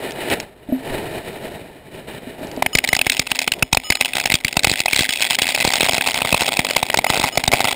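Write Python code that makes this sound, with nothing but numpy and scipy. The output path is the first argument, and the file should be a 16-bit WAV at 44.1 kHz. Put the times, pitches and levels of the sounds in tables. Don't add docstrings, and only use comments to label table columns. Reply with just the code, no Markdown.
import sys
import numpy as np
from scipy import signal
from scipy.fft import rfft, irfft
from scipy.io import wavfile
from scipy.ndimage import uniform_filter1d

SR = 44100
rng = np.random.default_rng(int(sys.argv[2]) if len(sys.argv) > 2 else 0)


def transcribe(u):
    v = np.clip(np.atleast_2d(u).T, -1, 1)
    q = np.round(v * 32767).astype(np.int16)
    wavfile.write(sys.argv[1], SR, q)


N = 341775

# (time [s], clack level [dB], favoured pitch [Hz], brightness [dB], knock [dB], thud [dB])
HARD_HITS = [(2.6226, -13, 2090, -8, 7, -17), (2.661, -12.5, 2130, -19, -4.5, -12),
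             (2.75, -6.5, 2080, -5.5, -12.5, -8), (2.7712, -23, 2050, 12, -13, -22),
             (2.7846, -9, 2800, -7, -19, -20), (2.839, -16.5, 2150, -7, -10, -28),
             (2.8452, -16, 2040, -8, -8.5, -37), (2.8737, -20, 4070, 2, -15, -30),
             (2.8877, -14, 2050, -4.5, -15, -12), (2.9287, -8, 2040, -13, -6.5, -12),
             (2.9488, -15.5, 2030, -4, -18, -26), (2.9647, -15, 2630, 2, -6, -15),
             (2.9896, -15.5, 2880, -7, -7.5, -19), (3.0126, -10.5, 2610, -10, -15, -18),
             (3.0651, -12.5, 2140, -9, -6, -5), (3.0963, -10, 2640, -2, -19, -27),
             (3.1183, -15.5, 2560, -3, -27, -29), (3.1298, -24.5, 3710, 3, -12, -21),
             (3.167, -22, 2880, -3, -27, -28), (3.1936, -9, 2280, 4.5, -16, -10.5),
             (3.3146, -11.5, 2820, -8, -8, -18), (3.3558, -24, 2710, -5, -14, -27),
             (3.3889, -12.5, 2640, 1, -14, -35), (3.4157, -19.5, 2650, -3, -7.5, -22),
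             (3.4757, -11.5, 3130, -6.5, -6.5, -13.5), (3.5179, -12, 3000, -2, -18, -16),
             (3.5352, -21.5, 2970, -6, -12.5, -23), (3.624, -8, 2540, -15, -4.5, -3.5),
             (3.7273, -8, 2540, 0, -6, -8), (3.7463, -16, 4390, 14, -1, -27),
             (3.7699, -8.5, 2520, -10, -5.5, -13), (3.9009, -8, 2150, -3.5, -14.5, -9),
             (3.9211, -13.5, 2180, -6, -14, -27), (3.952, -16.5, 4050, 0, -11, -35),
             (4.0087, -7.5, 2100, -7, -12.5, -24), (4.0206, -20, 2050, -11, -12, -27),
             (4.0466, -16.5, 2870, -3, -10, -26), (4.0556, -17.5, 2760, -6, -14, -26),
             (4.1324, -19, 2710, -10, -15, -20), (4.1526, -18, 2950, 4, -8, -10),
             (4.1671, -17, 2600, -4, -7, -18), (4.1984, -16.5, 2210, -4, -16, -22),
             (4.256, -11.5, 4170, -3, -7, -12), (4.2992, -14, 1960, -13, -14, -12.5),
             (4.3187, -11.5, 2580, -3, -13, -11), (4.339, -8.5, 2530, -2, -19, -7.5),
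             (4.3519, -12, 2320, 4, -20, -19), (4.446, -11, 2340, -5.5, -22, -9),
             (4.48, -18, 2400, -6, -43.5, -22), (4.526, -21.5, 2350, -5, -16, -14),
             (4.5674, -8, 2620, -5.5, -2, -8), (4.5914, -15, 4140, 0, -16, -19),
             (4.6326, -17, 3960, 1, -20, -10), (4.6443, -5, 2570, -2, -4.5, -17),
             (4.6694, -12.5, 2560, -5, -4, -2.5), (4.6787, -22, 2270, -5, -19, -22),
             (4.6946, -12, 4010, -1, -22, -15), (4.7135, -15, 4150, 7, -11, -3),
             (4.736, -18, 2040, -7, -8.5, -28), (4.8015, -12.5, 2660, 1, -12.5, -12.5),
             (4.8572, -12.5, 2000, -2, -1, -32), (4.88, -14, 2640, -28, -8, -25),
             (4.9298, -10.5, 2200, -8, -17, -12), (4.9598, -12, 4050, 0, -14, -14),
             (4.9898, -10.5, 3980, -2, -23, -12), (5.006, -15, 3150, 3, -11, -2),
             (5.0895, -15, 3280, -4, -19, -16), (5.2205, -12.5, 2570, -3, -15, -28),
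             (5.3053, -11, 3150, -5, -8, -21), (5.386, -13.5, 3020, -4.5, -8, -20),
             (5.4179, -10.5, 2930, -2, -17, -14), (5.4879, -16.5, 2510, 1, -6, -19),
             (5.5462, -15, 2500, -3, -6, -20), (5.5747, -22, 2030, -10, 0, -10),
             (5.6008, -21, 2730, -2, -17, -13), (5.617, -20.5, 2510, -9, -23, -13),
             (5.6484, -13, 2120, -1, -0.5, -1.5), (5.6745, -14.5, 4080, 7, -17, -3),
             (5.7347, -12.5, 2170, 1, -5.5, -33), (5.7548, -15, 2530, 3, -6, -20),
             (5.806, -9.5, 3900, -4, -6, -19), (5.8295, -17, 2400, -3, -2, -1),
             (5.852, -19, 2040, -11, -8, -22), (5.8851, -15.5, 2220, -6, -2.5, -23),
             (5.8922, -14, 2170, 2, -2, -12), (5.932, -17.5, 3770, 2, -8, -4),
             (5.943, -16, 2200, 0, -6, -18), (5.9797, -15.5, 2520, -5, -5, -8.5),
             (6.0088, -14, 2650, -21, -11.5, -34), (6.072, -14, 2530, -3, -5.5, -17),
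             (6.142, -16, 2050, -2, -8, -16), (6.2171, -14.5, 2530, -7, -2.5, -10),
             (6.2489, -21, 2130, -8, 0, -3), (6.29, -20.5, 2630, -3, -4, -20),
             (6.3249, -10.5, 2460, -9, -4, -5.5), (6.3428, -11.5, 2580, -9, 3.5, -4.5),
             (6.4068, -15, 2590, -3, -8, -9), (6.4186, -18.5, 2500, 9, 0.5, -6),
             (6.463, -19, 2550, 5, -13, -19), (6.4793, -17.5, 3730, 4, -4, -28),
             (6.5682, -15.5, 2630, -5, -8, -21), (6.5907, -10, 2340, -10, -3, -5.5),
             (6.6467, -18, 2240, 1, -2.5, -25.5), (6.7077, -17.5, 2330, 2, 0, -20),
             (6.7635, -8.5, 2120, -1.5, -2, -15), (6.8272, -13, 2140, -2, 1, -8),
             (6.8987, -15.5, 3230, -10.5, -6, -15), (6.9418, -11.5, 2120, -6, 2, -21),
             (6.9717, -13, 3720, 3, -12, -9.5), (6.9872, -12, 2240, -7, 0.5, -7.5),
             (7.0427, -14, 2140, -6, 1, -22), (7.0647, -17, 2230, -16, 1.5, -23),
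             (7.0993, -11, 2040, -0.5, -2.5, -3.5), (7.1418, -18.5, 2270, 1, -12, -18),
             (7.173, -19.5, 3860, 10, -0.5, -3), (7.1967, -16, 3770, 11, -4, -3.5),
             (7.2389, -14, 2200, -4, 2.5, -3), (7.3732, -10, 2200, -2, -0.5, -7.5),
             (7.4372, -16, 2880, -4, -5.5, -9), (7.476, -9, 3730, 4.5, -2, -3.5),
             (7.5161, -16, 2160, -3, -5, -18), (7.5256, -18, 2220, -6, -1, -10),
             (7.5331, -9, 2500, -14, -2, -3.5), (7.5409, -21, 2550, -7, 1, -2),
             (7.6036, -13.5, 2180, -2, 1.5, -12), (7.642, -16.5, 2080, -1, -1, -7),
             (7.6513, -18, 2170, -6, -2.5, -6), (7.6838, -17.5, 2190, -4, -3, -17)]
# (pitch [Hz], width [Hz], level [dB])
CLACK_MODES = [(1550, 190, -4.5), (2042, 340, 2.5), (2260, 200, 4.5), (2573, 250, 2.5), (2920, 240, 0),
               (3327, 330, -1.5), (3766, 172, 2), (3992, 420, -1.5), (4630, 230, 0), (5400, 690, -2)]
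# (pitch [Hz], width [Hz], level [dB])
KNOCK_MODES = [(714, 282, 4), (932, 478, 1), (1274, 364, -3.5)]
# (pitch [Hz], width [Hz], level [dB])
THUD_MODES = [(44, 50, -5), (115.4, 97, 0.5), (292, 270, -1)]
# (time [s], level [dB])
POUR_FLOW = [(2.62, -53), (2.72, -38), (2.78, -41), (2.97, -34), (3.42, -30), (3.68, -43), (3.82, -35),
             (3.98, -37), (4.05, -32.5), (4.2, -24.5), (4.33, -30), (4.42, -40.5), (4.48, -31.5),
             (4.61, -41.5), (4.69, -27), (4.9, -27), (5.1, -23), (6.1, -25), (6.28, -26), (6.55, -23.5),
             (6.74, -27.5), (6.82, -32), (7.03, -34.5), (7.16, -24), (7.5, -35), (7.62, -23.5),
             (7.75, -25.5)]
# (time [s], knock relative to clack [dB])
HOLLOWNESS = [(2.62, -12), (4.2, -8), (5.15, -14.5), (5.8, -7.5), (7.75, -4)]
# (time [s], level [dB], ring time [s])
METAL_HITS = [(2.731, -22.5, 0.17), (2.876, -32, .55), (3.12, -38, 0.38), (3.39, -49, .23),
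              (3.843, -29, 0.81), (4.155, -41, .4), (5.091, -29, .21), (5.481, -33, 0.34),
              (6.691, -33, 0.31), (7.071, -26.5, 0.24), (7.324, -27, 0.26)]
# (pitch [Hz], level [dB])
PAN_MODES = [(1254, -10), (2950, 0), (5141, -1)]
# (pitch [Hz], width [Hz], level [dB])
FLOOR_BOOM = (258, 14, -43.5)
# (time [s], crinkle level [dB])
BAG_SWING = [(0, -35.5), (.38, -39.5), (.55, -58.5), (.67, -50.5), (.73, -44), (.93, -32.5), (1.05, -35.5),
             (1.3, -39), (1.6, -43), (1.8, -51.5), (2.6, -43), (3.7, -57), (7.75, -45)]
# (time [s], length [s], flutter level [dB], crinkle level [dB])
BAG_TUGS = [(0, 0.11, -31.5, -34.5), (0.167, 0.12, -28, -31.5), (0.29, 0.052, -23, -24.5),
            (1.91, 0.092, -35.5, -42.5), (2.061, 0.12, -35.5, -39), (2.201, 0.13, -40.5, -43),
            (2.373, 0.12, -31, -42.5), (2.512, 0.12, -34, -48), (3.534, 0.091, -32.5, -48),
            (4.524, 0.15, -39.5, -52)]
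# (pitch [Hz], width [Hz], level [dB])
CREASE_MODES = [(1320, 370, -5.5), (1880, 380, -0.5), (2770, 550, 2), (4040, 800, -1.5), (5200, 1800, -10)]
# (time [s], level [dB])
CREASE_SNAPS = [(.107, -30), (.119, -31), (.3, -22), (0.336, -22.5), (0.4, -20.5), (0.406, -32),
                (2.47, -37), (2.514, -32.5), (2.563, -35)]
# (frequency [Hz], level [dB])
FLUTTER_SPECTRUM = [(25, -11), (60, -10), (130, -1.5), (290, -2), (410, 2), (510, -3.5), (640, 0.5),
                    (780, -6.5), (900, -6), (1100, -19), (1500, -22.5), (3000, -29)]
# (time [s], bass gain [dB])
BAG_SLACK = [(0, -7.5), (.4, -1), (.8, 0.5), (1.5, 1), (2.1, 2.5), (3.0, -6), (7.75, -4)]
# (time [s], peak level [dB], contact time [s])
BAG_BUMPS = [(0.687, -18, 0.006), (0.6971, -16.5, 0.0037), (0.7224, -6.5, 0.0046), (2.269, -24, 0.0033),
             (2.412, -19.5, 0.00082), (2.574, -14.5, 0.00036)]
# (pitch [Hz], level [dB], ring time [s])
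BUMP_TONES = [(260.5, -6, 0.16), (293, -13, 0.072), (630, 0, 0.031)]
# (time [s], level [dB], rate [Hz], ring time [s])
CASE_ROCKING = (.905, -25, 24, .27)
# (frequency [Hz], level [dB])
AIR_SPECTRUM = [(18, -33), (30, -10), (54, -11), (70, -12), (249, -18), (420, -13.5), (1300, -28),
                (2560, -38.5), (5500, -64), (7150, -76.5), (12100, -120)]


def kernels(hit_samples=3072):
    chatter = rng.standard_normal((len(HARD_HITS), hit_samples))
    sound, force = case_hits(HARD_HITS, chatter) + light_kernels()
    return sound + floor_boom(force) + wall_ring(force)


def case_hits(rows, chatter, full_force_db=-6.5, light_s=0.00017, hard_s=0.0019, rise_s=0.0001,
              decay_s=0.0011, tail_s=0.0032, tail_db=-22, split_hz=3250, hard_boost_db=5.0):
    times, level_db, pitches, bright_db, knock_db, thud_db = np.transpose(rows)
    t = np.arange(chatter.shape[1]) / SR
    hardness = np.clip(from_db(level_db - full_force_db), 0, 1)[:, None]
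    contact_s = light_s + hard_s * hardness
    envelope = np.exp(-np.maximum(t - contact_s, 0) / decay_s) + from_db(tail_db) * np.exp(-t / tail_s)
    force = chatter * envelope * (1 - np.exp(-t / rise_s))
    walls = np.array([hit + 1.66 * signal.lfilter(*signal.iirpeak(hz, Q=7, fs=SR), hit)
                      for hit, hz in zip(case_walls(force), pitches)])
    lower, upper = (unit_rms(filtered(walls, 7, split_hz, side)) for side in ("low", "high"))
    clack = from_db(2.5) * unit_blow(lower + from_db(bright_db + 2.5)[:, None] * upper)
    knock = from_db(knock_db + 1.5)[:, None] * unit_blow(resonate(force, KNOCK_MODES))
    push_s = (contact_s + 0.00012) * np.exp(0.46 * np.tanh(chatter[:, -1:]))
    push = np.sin(np.pi * np.minimum(t / push_s, 1)) + 0.18 * force
    thud = from_db(thud_db + 0.5)[:, None] * unit_blow(resonate(-push, THUD_MODES))
    gain = from_db(level_db[:, None] + hard_boost_db * hardness ** 2)
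    sound = place(times, (clack + knock + thud) * gain)
    return np.array([sound, place(times, force * np.sqrt(hardness))])


def case_walls(force):
    return filtered(resonate(force, CLACK_MODES), 4, 6000)


def light_kernels(base_per_s=85, tries=640, hit_samples=2048):
    start, end = POUR_FLOW[0][0], N / SR
    time_dice, land_dice, pitch_dice = rng.random((tries, 3)).T
    level_luck, bright_luck, knock_luck, thud_luck = rng.standard_normal((tries, 4)).T
    chatter = rng.standard_normal((tries, hit_samples))
    times = start + (end - start) * (np.arange(tries) + time_dice) / (tries + 1)
    flow_db = np.interp(times, *np.transpose(POUR_FLOW))
    hollow_db = np.interp(times, *np.transpose(HOLLOWNESS))
    per_s = base_per_s * from_db(0.6 * (flow_db - flow_db.max())) * rebounds()[(times * SR).astype(int)]
    lands = land_dice < per_s * (end - start) / tries
    level_db = np.minimum(flow_db + 3 + 2 * level_luck, -15)
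    wall_hz = np.array(CLACK_MODES)[1:7, 0]
    pitches = wall_hz[(pitch_dice * len(wall_hz)).astype(int)]
    bright_db = -4 + 3 * bright_luck
    knock_db = hollow_db + 3 * knock_luck
    thud_db = hollow_db - 13 + 5 * thud_luck
    rows = np.transpose([times, level_db, pitches, bright_db, knock_db, thud_db])
    return case_hits(rows[lands], chatter[lands])


def heap_patter(most_per_s=520, band_hz=(1400, 4400), swell=0.84):
    flow_db, hollow_db = curve(POUR_FLOW), curve(HOLLOWNESS)
    below_full_db = flow_db - flow_db.max()
    per_s = most_per_s * np.sqrt(from_db(below_full_db))
    clicks = random_clicks(per_s, spread_db=5.0) / np.sqrt(per_s)
    clicks = pan_echoes(clicks, decay_s=0.0015, wet=0.6)
    clack = unit_rms(filtered(case_walls(clicks), 2, band_hz, "band"))
    knock = from_db(hollow_db + 2) * unit_rms(resonate(clicks, KNOCK_MODES))
    thud = from_db(hollow_db - 11) * unit_rms(resonate(clicks, THUD_MODES))
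    gain = from_db(flow_db.max() - 6 + swell * below_full_db)
    pouring = np.arange(N) / SR > POUR_FLOW[0][0]
    return (clack + knock + thud) * gain * rebounds() * pouring


def rebounds(settle_s=0.035, share=0.32, clump_s=0.28):
    blows = place([row[0] for row in HARD_HITS], np.ones((len(HARD_HITS), 1)))
    busy = signal.lfilter([1], [1, -np.exp(-1 / (settle_s * SR))], blows + 1e-18)
    average = uniform_filter1d(busy, int(clump_s * SR))
    return 1 - share + share * busy / (average + 0.099)


def pan_pings():
    pings = [from_db(db) * sum(from_db(tone_db + rng.normal()) * ring(hz, ring_s)
                               for hz, tone_db in PAN_MODES)
             for _, db, ring_s in METAL_HITS]
    return place([row[0] for row in METAL_HITS], pings)


def floor_boom(force):
    hz, width_hz, db = FLOOR_BOOM
    drive = force * from_db(curve(HOLLOWNESS) / 2)
    return from_db(db) * unit_rms(resonate(drive, [(hz, width_hz, 0)]))


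def wall_ring(force, level_db=-55, width_hz=8.8, damping_db_per_s=1):
    drive = force * from_db(-damping_db_per_s * np.arange(N) / SR)
    modes = [(hz, width_hz, db) for hz, db in PAN_MODES]
    return from_db(level_db) * unit_rms(resonate(drive, modes))


def pan_echoes(clicks, decay_s, wet):
    t = np.arange(SR // 30) / SR
    echoes = rng.standard_normal(len(t)) * np.exp(-t / decay_s)
    return clicks + wet * signal.fftconvolve(clicks, echoes / np.linalg.norm(echoes))[:N]


def bag_rustle(creases_per_s=6000, flicker_db=2.4, top_hz=5000):
    flutter_gain, crinkle_gain = bag_handling() * from_db(flicker_db * drift(per_s=60))
    clicks = pan_echoes(random_clicks(creases_per_s, spread_db=3.0), decay_s=0.0016, wet=1.0)
    crinkle = unit_rms(filtered(resonate(clicks, CREASE_MODES), 3, top_hz))
    return bag_snaps() + flutter_gain * bag_flutter() + crinkle_gain * crinkle


def bag_handling(flutter_above_db=7, attack_s=0.019, release_s=0.016):
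    t = np.arange(N) / SR
    swing_db = curve(BAG_SWING)
    power = from_db([swing_db + flutter_above_db, swing_db]) ** 2
    for start, length, flutter_db, crinkle_db in BAG_TUGS:
        rise = np.clip((t - start) / attack_s, 0, 1)
        fall = np.exp(-np.clip(t - start - length, 0, 1) / release_s)
        power += (from_db([[flutter_db], [crinkle_db]]) * rise * fall) ** 2
    return np.sqrt(power)


def bag_snaps(decay_s=0.001, knock_db=-12, samples=1024):
    times, level_db = np.transpose(CREASE_SNAPS)
    bursts = rng.standard_normal((len(times), samples)) * np.exp(-np.arange(samples) / SR / decay_s)
    snap = unit_blow(case_walls(np.diff(bursts, prepend=0)))
    body = from_db(knock_db) * unit_blow(resonate(bursts, KNOCK_MODES))
    return place(times, (snap + body) * from_db(level_db)[:, None])


def bag_flutter(split_hz=240):
    deep, rest = (filtered(noise(FLUTTER_SPECTRUM), 3, split_hz, side) for side in ("low", "high"))
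    return from_db(curve(BAG_SLACK)) * deep + rest


def bag_bumps():
    t = np.arange(SR) / SR
    tones = sum(from_db(db) * ring(hz, ring_s) for hz, db, ring_s in BUMP_TONES)
    sounds = []
    for _, db, contact_s in BAG_BUMPS:
        bump = filtered(tones, 1, 1 / contact_s) * (1 - np.exp(-t / contact_s))
        sounds.append(from_db(db) * bump / np.abs(bump).max())
    return place([row[0] for row in BAG_BUMPS], sounds)


def case_rocking():
    start, db, hz, ring_s = CASE_ROCKING
    return place([start], [from_db(db) * ring(hz, ring_s)])


def room(air_db=-50.5, hum_db=-63, hum_hz=50):
    hum = np.sqrt(2) * np.sin(2 * np.pi * hum_hz * np.arange(N) / SR)
    return from_db(air_db) * noise(AIR_SPECTRUM) + from_db(hum_db) * hum


def from_db(db):
    return 10 ** (np.asarray(db) / 20)


def unit_rms(x):
    return x / np.sqrt(np.mean(x ** 2, axis=-1, keepdims=True) + 1e-20)


def unit_blow(x, blow_s=0.005):
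    return unit_rms(x) * np.sqrt(blow_s * SR / x.shape[-1])


def curve(rows):
    return np.interp(np.arange(N) / SR, *np.transpose(rows))


def drift(per_s):
    points = rng.standard_normal(N // 40)
    return np.interp(np.arange(N) * per_s / SR, np.arange(len(points)), points)


def noise(spectrum):
    hz, db = np.transpose(spectrum)
    grid_hz = np.maximum(np.fft.rfftfreq(N, 1 / SR), 1)
    gain = from_db(np.interp(np.log(grid_hz), np.log(hz), db))
    return unit_rms(irfft(rfft(rng.standard_normal(N)) * gain, N))


def random_clicks(per_s, spread_db):
    sizes = from_db(spread_db * np.minimum(rng.exponential(1, N), 3)) * rng.choice([-1, 1], N)
    return sizes * (rng.random(N) < per_s / SR)


def filtered(x, order, hz, keep="low"):
    return signal.sosfilt(signal.butter(order, hz, keep, fs=SR, output="sos"), x)


def resonate(x, modes):
    out = 0
    for k, (hz, width_hz, db) in enumerate(modes):
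        radius = np.exp(-np.pi * width_hz / SR)
        feed = (1 - radius * radius) / 2 * np.array([1, 0, -1])
        feedback = [1, -2 * radius * np.cos(2 * np.pi * hz / SR), radius * radius]
        out = out + (-1) ** k * from_db(db) * signal.lfilter(feed, feedback, x + 1e-18)
    return out


def ring(hz, ring_s):
    t = np.arange(SR) / SR
    return np.sin(2 * np.pi * hz * t) * np.exp(-np.log(1000) * t / ring_s)


def place(times, sounds):
    out = np.zeros(N)
    for start, sound in zip(times, sounds):
        at = max(round(start * SR), 0)
        out[at:at + len(sound)] += sound[:N - at]
    return out


def scene():
    pour = kernels() + heap_patter() + pan_pings()
    return (pour + bag_rustle() + bag_bumps() + case_rocking() + room())[None]


def record(dry, ceiling=0.63, rate_hz=12000, repeats=4, top_hz=15500):
    samples = signal.resample_poly(filtered(dry, 8, 5600), rate_hz, SR, axis=-1)
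    squashed = samples / (1 + (samples / ceiling) ** 4) ** (1 / 4)
    held = np.repeat(squashed, repeats, axis=-1)
    gritty = signal.resample_poly(held, SR, repeats * rate_hz, axis=-1)[:, :N]
    return signal.sosfilt(signal.cheby1(12, .2, top_hz, fs=SR, output="sos"), gritty)


dry = scene()
out = record(dry)
transcribe(out)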